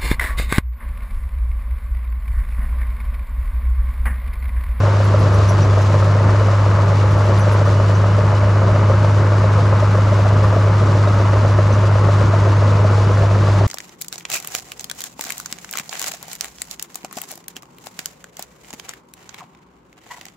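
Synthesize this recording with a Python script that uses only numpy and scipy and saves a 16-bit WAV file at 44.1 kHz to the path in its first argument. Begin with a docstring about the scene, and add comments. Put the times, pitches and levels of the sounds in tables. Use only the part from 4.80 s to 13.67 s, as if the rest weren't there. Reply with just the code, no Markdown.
"""A snowy forest track, heard from the seat of a small crawler dozer pushing snow.
Its six-cylinder diesel drones through the stack at governed speed, knocks under the hood and drives
a hissing fan, over the rumble of the hull. Each steel track lays seven or eight clanking shoes a second,
one a little faster than the other. Links grind, rattle and slap, dry pins chirp, a loose part pings
and steel squeals thinly on the idlers."""
import sys
import numpy as np
from scipy import signal
from scipy.fft import rfft, irfft, next_fast_len
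from scipy.io import wavfile
from scipy.ndimage import map_coordinates

SR = 44100
rng = np.random.default_rng(int(sys.argv[2]) if len(sys.argv) > 2 else 0)


def to_wav(sig):
    """Store sig (one row per channel, or 1-D mono) as 16-bit WAV at the path in sys.argv[1].

    Samples outside -1..1 are clipped; the rate is SR.
    """
    pcm = np.clip(np.atleast_2d(sig), -1, 1) * 32767
    pcm = np.round(pcm).astype(np.int16)
    wavfile.write(sys.argv[1], SR, pcm.T)  # frames by channels


N = 391166


def amp(db):
    """Decibels to gain."""
    return 10 ** (np.asarray(db) / 20)


def unit(x):
    """Scale to rms 1."""
    return x / np.sqrt(np.mean(x ** 2) + 1e-20)


def along(points, hz):
    """Read (frequency, value) points on a log axis."""
    freqs, values = np.transpose(points)
    return np.interp(np.log(hz + 1), np.log(freqs + 1), values)


def automation(points):
    """Draw (time, value) points as one value per sample."""
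    return np.interp(np.arange(N) / SR, *np.transpose(points))


def wobble(rate):
    """A smooth random curve, rate knots a second."""
    return map_coordinates(rng.standard_normal(N // 20), [np.arange(N) * rate / SR], order=3)


def filtered(x, response):
    """EQ x with a gain given as a function of frequency."""
    size = next_fast_len(N + SR // 2)
    return irfft(rfft(x, size) * response(np.fft.rfftfreq(size, 1 / SR)), size)[..., :N]


def add(out, s, sound):
    """Mix a sound into out at time s."""
    part = out[..., max(round(s * SR), 0):][..., :sound.shape[-1]]
    part += sound[..., :part.shape[-1]]


# Stereo image, near mono in the bass and wider above: (frequency [Hz], left-right correlation [0-1])
STEREO_IMAGE = [(100, .999), (250, 0.99), (620, 0.9), (800, 0.74), (1100, 0.89), (2000, 0.72), (3200, 0.36),
                (4400, 0.74), (5600, 0.89), (8500, 0.57)]

def spread(pair, spectrum):
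    """Two unrelated signals become one coloured stereo sound of rms 1."""
    def mid_side_eq(hz):
        angle = np.arccos(along(STEREO_IMAGE, hz)) / 2
        return amp(along(spectrum, hz)) * np.array([np.cos(angle), np.sin(angle)])
    mid, side = filtered(pair, mid_side_eq)
    return unit(np.array([mid + side, mid - side]))


# Weaker engine tones: (multiple of the cycle rate [x], relative level [dB], lift when racing [dB])
ENGINE_ORDERS = [(3.04, -26.5, 0), (9, -22.5, -1), (10.81, -24, 0), (12, -32, 0), (21.4, -30, 0),
                 (36, -26, 1), (49.7, -35.5, 0), (54, -32, -3), (60, -31.5, 3.5), (62.6, -32, -1),
                 (72, -37, -4), (84, -37, 3.5), (90, -36.5, 3), (96, -38, 3.5)]
CYLINDERS, GOVERNED_HZ, SWING_HZ = 6, 101, .6

def drone(cycle, firing_hz, firing_db=-1.5, firing_waver_db=.2, waver_db=1.8):
    """The stack's firing tone; weaker tones swell or fade as speed moves them across panel resonances."""
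    racing = np.tanh((firing_hz - GOVERNED_HZ) / SWING_HZ)
    tone = lambda multiple: np.sin(2 * np.pi * (multiple * cycle + rng.random()))
    weak = sum(amp(db + lift_db * racing + waver_db * wobble(4)) * tone(multiple)
               for multiple, db, lift_db in ENGINE_ORDERS)
    firing = amp(firing_db + firing_waver_db * wobble(11)) * tone(CYLINDERS)
    return unit(firing + weak)


# Combustion and injector blows: (position in the cycle [0-1], accent [dB])
ENGINE_BLOWS = [(.03, 3), (.17, 0.6), (.32, -0.5), (.39, -0.5), (.51, 2), (.67, 1.5), (.82, 1), (.9, -2.5)]
# Ringing hood panels: (frequency [Hz], width [Hz], boost [dB])
HOOD_PEAKS = [(842.7, 19, 8), (914, 27, 2.5), (2949, 48, 9)]
# Mid-heavy colour of the engine block: (frequency [Hz], relative level [dB])
BLOCK_EQ = [(150, -15), (250, -7), (450, -2), (620, 0.5), (760, -9), (860, -2.5), (1050, 1), (1280, -1.5),
            (1450, -4.5), (2000, -11), (2800, -17.5), (3400, -32), (7000, -35), (13000, -83)]

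def knock(cycle, block_t60_s=.093, hood_t60_s=.11, hood_gain=.6, repeat=.26, scatter_db=1, jitter_s=5e-5):
    """Each blow strikes block and hood with its own ring; part repeats, part is new every time."""
    t = np.arange(SR // 14) / SR
    decay = amp(-60 * t / block_t60_s) + hood_gain * amp(-60 * t / hood_t60_s)
    out = np.zeros((2, N))
    for position, db in ENGINE_BLOWS:
        signature = rng.standard_normal((2, len(t)))
        for s in np.interp(np.arange(position, cycle[-1], 1), cycle, np.arange(N) / SR):
            ring = np.sqrt(repeat) * signature + np.sqrt(1 - repeat) * rng.standard_normal((2, len(t)))
            add(out, s + jitter_s * rng.normal(), amp(db + scatter_db * rng.normal()) * decay * ring)
    panels = lambda f: amp(sum(db / (1 + (2 * (f - hz) / width) ** 2) for hz, width, db in HOOD_PEAKS))
    return spread(filtered(out, panels), BLOCK_EQ)


# Bright, airy colour of the fan: (frequency [Hz], relative level [dB])
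FAN_EQ = [(800, -28), (2000, -2), (3300, 1), (4500, 0), (6400, -4), (7300, -7), (8400, -14.5), (10000, -17),
          (11000, -23), (12200, -21), (13200, -35.5), (14600, -42)]
# Fader ride on the fan: (time [s], level [dB])
FAN_LEVEL = [(0, -39), (0.7, -38), (1.7, -40), (2.6, -38.5), (3.6, -40.5), (6.7, -39), (7.5, -39.5),
             (8.87, -38.5)]

def fan_hiss(cycle, beat_db=.27, tick_db=.1, drift_db=.5, flutter_db=1.05, grain_db=.84):
    """Fan air and valve ticking, pulsing slightly with the engine cycle."""
    beat = np.cos(2 * np.pi * cycle)
    ticks = np.cos(2 * np.pi * len(ENGINE_BLOWS) * cycle)
    swirl_db = drift_db * wobble(17) + flutter_db * wobble(45) + grain_db * wobble(250)
    air = spread(rng.standard_normal((2, N)), FAN_EQ)
    return amp(automation(FAN_LEVEL) + beat_db * beat + tick_db * ticks + swirl_db) * air


# Low-end weight of the hull: (frequency [Hz], relative level [dB])
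HULL_EQ = [(15, -20), (30, -7), (43, -8), (53, -8), (62, 2.5), (75, 4.5), (92, -3.5), (130, 3.5),
           (175, -1.5), (230, -7), (380, -7), (560, -10), (760, -17), (4000, -106)]

def hull_rumble(level_db=-23.5, shake_db=1.6):
    """The hull and the cab panels shake as the machine crawls."""
    return amp(level_db + shake_db * wobble(12)) * spread(rng.standard_normal((2, N)), HULL_EQ)


# Hollow colour of links on rollers: (frequency [Hz], relative level [dB])
GRIND_EQ = [(400, -60), (900, -18), (1170, -1), (1290, 0), (1750, -26), (5000, -100)]
# Fader ride on the grinding: (time [s], level [dB])
GRIND_RIDE = [(0, -38), (1.2, -35), (2, -36.5), (5.2, -35.5), (6.4, -35.5), (7.2, -35), (8.1, -37),
              (8.4, -46)]

def link_grind(rough_db=2.0):
    """Links scrub over the rollers in a rough, narrow band."""
    level_db = automation(GRIND_RIDE) + rough_db * wobble(60)
    return amp(level_db) * spread(rng.standard_normal((2, N)), GRIND_EQ)


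# Modes of the track frame: (frequency [Hz], relative level [dB], 60 dB decay time [s])
FRAME_MODES = [(348, -11, 0.035), (443, -8.5, 0.04), (560, -1.5, 0.046), (626, -2, 0.044),
               (1040, -1.5, 0.03), (1260, 0, 0.03), (1750, -8, 0.02)]

def clank(thud_db, edge_db, crossover_hz=800, detune=.05, scatter_db=2, attack_s=.0024, width_rad=.2):
    """Steel contact rings the snow-damped frame, differently at each spot: a low thud, a bright edge."""
    t = np.arange(SR // 12) / SR
    hz, db, t60 = np.transpose(FRAME_MODES)[:, :, None]
    strength, pitch, phase = rng.standard_normal((3, len(FRAME_MODES), 1))
    stereo_phase = width_rad * rng.standard_normal((2, len(FRAME_MODES), 1))
    envelope = amp(db + scatter_db * strength - 60 * t / t60) * (1 - np.exp(-t / attack_s))
    modes = envelope * np.sin(2 * np.pi * hz * (1 + detune * pitch) * t + phase + stereo_phase)
    bright = hz[:, 0] > crossover_hz
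    thud, edge = modes[:, ~bright].sum(axis=1), modes[:, bright].sum(axis=1)
    onset_rms = lambda ring: np.std(ring[:, :len(t) // 12])
    return amp(thud_db) * thud / onset_rms(thud) + amp(edge_db) * edge / onset_rms(edge)


def landings(pace, first_s, thud_db, scatter_db=1.8, jitter_s=.002434):
    """A track lays a shoe each time it moves on by one link: rows of (time [s], thud level [dB])."""
    shoes = np.cumsum(automation(pace)) / SR
    times = np.interp(np.arange(shoes[round(first_s * SR)], shoes[-1]), shoes, np.arange(N) / SR)
    return [(s + jitter_s * rng.normal(), thud_db + scatter_db * rng.normal()) for s in times]


# Tempo of the faster track: (time [s], pace [shoes/s])
FAST_PACE = [(0, 7.82), (2, 7.89), (4.8, 7.92), (5.4, 8.15), (6.1, 7.82), (7, 7.95), (8.87, 7.78)]
# Tempo of the slower track: (time [s], pace [shoes/s])
SLOW_PACE = [(0, 7.37), (2, 7.16), (2.8, 6.97), (3.9, 6.95), (4.7, 7.51), (5.8, 7.3), (7.2, 7.09),
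             (8.87, 7.33)]
# Accents, shoes that slam down hard: (time [s], thud level [dB])
SHOE_SLAMS = [(0.034, -19.5), (0.08, -20), (0.201, -20), (0.338, -17.5), (0.707, -19.5), (1.14, -19.5),
              (1.224, -19.5), (1.268, -20.5), (1.404, -20.5), (1.489, -19.5), (1.545, -20.5),
              (1.607, -20.5), (1.683, -21.5), (1.73, -19), (1.986, -18.5), (2.119, -19.5), (2.238, -19),
              (2.381, -19.5), (2.669, -19.5), (2.813, -18.5), (2.998, -18.5), (3.093, -20), (3.238, -20),
              (3.384, -18), (3.524, -19.5), (3.817, -19.5), (3.887, -19), (3.958, -19.5), (4.096, -16.5),
              (4.137, -20.5), (4.245, -19), (4.641, -18.5), (4.785, -19.5), (4.924, -19), (5.026, -17.5),
              (5.147, -18.5), (5.184, -19), (5.321, -19.5), (5.39, -20), (5.457, -18.5), (5.639, -20.5),
              (5.726, -19.5), (5.762, -17.5), (6.167, -20.5), (6.273, -16), (6.397, -19), (6.532, -18.5),
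              (6.557, -18.5), (6.648, -17.5), (6.785, -18.5), (6.905, -18.5), (7.155, -18.5),
              (7.286, -17.5), (7.411, -20.5), (7.536, -16), (7.667, -20), (7.82, -19), (8.045, -17.5),
              (8.109, -19), (8.177, -19.5), (8.299, -20), (8.434, -19.5), (8.684, -19.5), (8.811, -20)]

def tracks(bounce_db=-12, rattles=330, rattle_db=-30, edge_db=-11, slam_span_s=.03):
    """Two tracks drift in and out of step; their shoes land and bounce, and slack links rattle."""
    out = np.zeros((2, N))
    fast = landings(FAST_PACE, first_s=.079, thud_db=-22.5)
    slow = landings(SLOW_PACE, first_s=.034, thud_db=-27)
    # a slam takes the place of any regular landing close to it
    soft = [(s, db) for s, db in fast + slow if all(abs(s - at) > slam_span_s for at, _ in SHOE_SLAMS)]
    grind_db = automation(GRIND_RIDE)
    brightness_db = edge_db + grind_db - grind_db.mean()  # harder grinding, brighter clanks
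    for s, thud_db in soft + SHOE_SLAMS:
        shoe_edge_db = thud_db + brightness_db[min(round(s * SR), N - 1)]
        add(out, s, clank(thud_db, shoe_edge_db))
        add(out, s + rng.uniform(.00617, .025), amp(bounce_db) * clank(thud_db, shoe_edge_db))
    for s in rng.uniform(0, N / SR, size=rattles):
        add(out, s, amp(rattle_db + rng.normal()) * clank(0, edge_db))
    return out


# Dry track pin cues: (time [s], pitch [ratio], squeak level [dB], scrape level [dB])
PIN_CUES = [(.252, 1, -67, -49), (.398, 1, -62, -50), (.548, 1.01, -42, -48), (.695, .995, -34, -44),
            (.827, .985, -36, -64), (1.023, 1.04, -45, -52), (2.316, 1.01, -60, -55),
            (2.387, .88, -60, -54), (2.453, 1.02, -50, -55), (2.595, .98, -62, -45),
            (2.617, 1.01, -39.5, -60), (2.726, 1.01, -56, -50), (2.737, .87, -60, -49),
            (2.863, 1.01, -50, -57), (3.158, 1.02, -41, -66), (5.645, 1.02, -62, -58),
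            (6.931, 1.02, -42, -68)]
# Thin top of a pin's chirp: (frequency [Hz], relative level [dB])
PIN_PARTIALS = [(10600, 0), (11150, -7), (13250, -11)]
# Colour of a pin's rasp: (frequency [Hz], relative level [dB])
RASP_EQ = [(5000, -18), (9400, 0), (12500, -8), (14200, -21.5)]

def pin_chirps(squeak_hz=5900, squeak_waver=.035, top_waver=.012, rasp_db=-5,
               attack_s=.011, release_s=.016):
    """A dry pin slips in its bush: a short wavering squeak and a scrape of thin overtones and rasp."""
    t = np.arange(-SR // 32, SR // 12) / SR
    swell = np.exp(np.where(t < 0, -(t / attack_s) ** 2, -t / release_s))
    slip = wobble(1200)
    rasp = spread(rng.standard_normal((2, N)), RASP_EQ)
    out = np.zeros((2, N))
    for s, pitch, squeak_db, scrape_db in PIN_CUES:
        part = slice(round(s * SR), round(s * SR) + len(t))
        tone = lambda hz, waver: np.sin(2 * np.pi * hz * pitch * np.cumsum(1 + waver * slip[part]) / SR)
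        squeak = unit(tone(squeak_hz, squeak_waver))
        overtones = unit(sum(amp(db) * tone(hz, top_waver) for hz, db in PIN_PARTIALS))
        scrape = unit(overtones + amp(rasp_db) * rasp[:, part])
        add(out, s + t[0], swell * (amp(squeak_db) * squeak + amp(scrape_db) * scrape))
    return out


# Slack link cues: (time [s])
SLAP_CUES = [1.225, 1.492, 1.684, 4.925, 5.64, 7.157]

def link_slaps():
    """A slack link slaps a roller: a bright knock with little thud."""
    out = np.zeros((2, N))
    for s in SLAP_CUES:
        add(out, s, clank(thud_db=-34, edge_db=-24))
    return out


# Loose part cues: (time [s])
PING_CUES = [2.193, 2.966, 3.081, 3.555, 3.791]

def loose_pings(hz=2950, level_db=-37, t60_s=.13):
    """A thin, loose metal part is jolted now and then and rings on one note."""
    out, t = np.zeros(N), np.arange(SR // 8) / SR
    for s in PING_CUES:
        add(out, s, amp(level_db - 60 * t / t60_s) * np.sin(2 * np.pi * hz * t))
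    return out


# Thin steel squeals: (peak time [s], pitch [Hz], peak level [dB], fade each side [s])
SQUEAL_CUES = [(5.6, 11770, -70.5, 1), (5.8, 12280, -68.5, .25), (6.277, 3800, -38, 0.013),
               (7.7, 6400, -52.5, .5)]

def idler_squeals(waver=.0012):
    """A link rubbing on an idler holds one slightly wavering note, swelling and fading."""
    t = np.arange(N) / SR
    wavering_t = np.cumsum(1 + waver * wobble(150)) / SR
    return sum(amp(db) * np.exp(-2 * ((t - s) / fade_s) ** 2) * np.sin(2 * np.pi * hz * wavering_t)
               for s, hz, db, fade_s in SQUEAL_CUES)


# Engine speed, sagging under load, then held by the governor: (time [s], firing rate [Hz])
ENGINE_SPEED = [(0, 100.8), (0.35, 100.8), (0.65, 99.54), (0.9, 99.95), (1.1, 99.29), (1.4, 101.3),
                (1.75, 101.4), (2.25, 100.3), (2.68, 101.8), (2.88, 100.6), (3.15, 101), (4.7, 101.7),
                (7, 101.3), (8.87, 100.6)]

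def scene(drone_db=-12.5, knock_db=-25.5):
    """The mix: one crankshaft times every engine sound; the tracks run at their own pace."""
    firing_hz = automation(ENGINE_SPEED)
    cycle = np.cumsum(firing_hz) / SR / CYLINDERS  # four-stroke cycles elapsed
    engine = amp(drone_db) * drone(cycle, firing_hz) + amp(knock_db) * knock(cycle) + fan_hiss(cycle)
    crawl = hull_rumble() + tracks() + link_grind()
    return engine + crawl + link_slaps() + pin_chirps() + loose_pings() + idler_squeals()


# Stereo balance at the seat: (frequency [Hz], left minus right [dB])
BALANCE = [(100, 0), (270, 0.5), (400, 1), (1500, 1.9), (2200, -0.5), (3200, 1.5), (5800, 0), (7500, 2)]
TOP_HZ = 14600

def record(dry):
    """The master: click-free ends, a slight lean to the left and a hard cut of the highest treble."""
    eased = dry * signal.windows.tukey(N, .001)
    return filtered(eased, lambda hz: amp(np.outer([.5, -.5], along(BALANCE, hz))) * (hz < TOP_HZ))


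dry = scene()
out = record(dry)
to_wav(out)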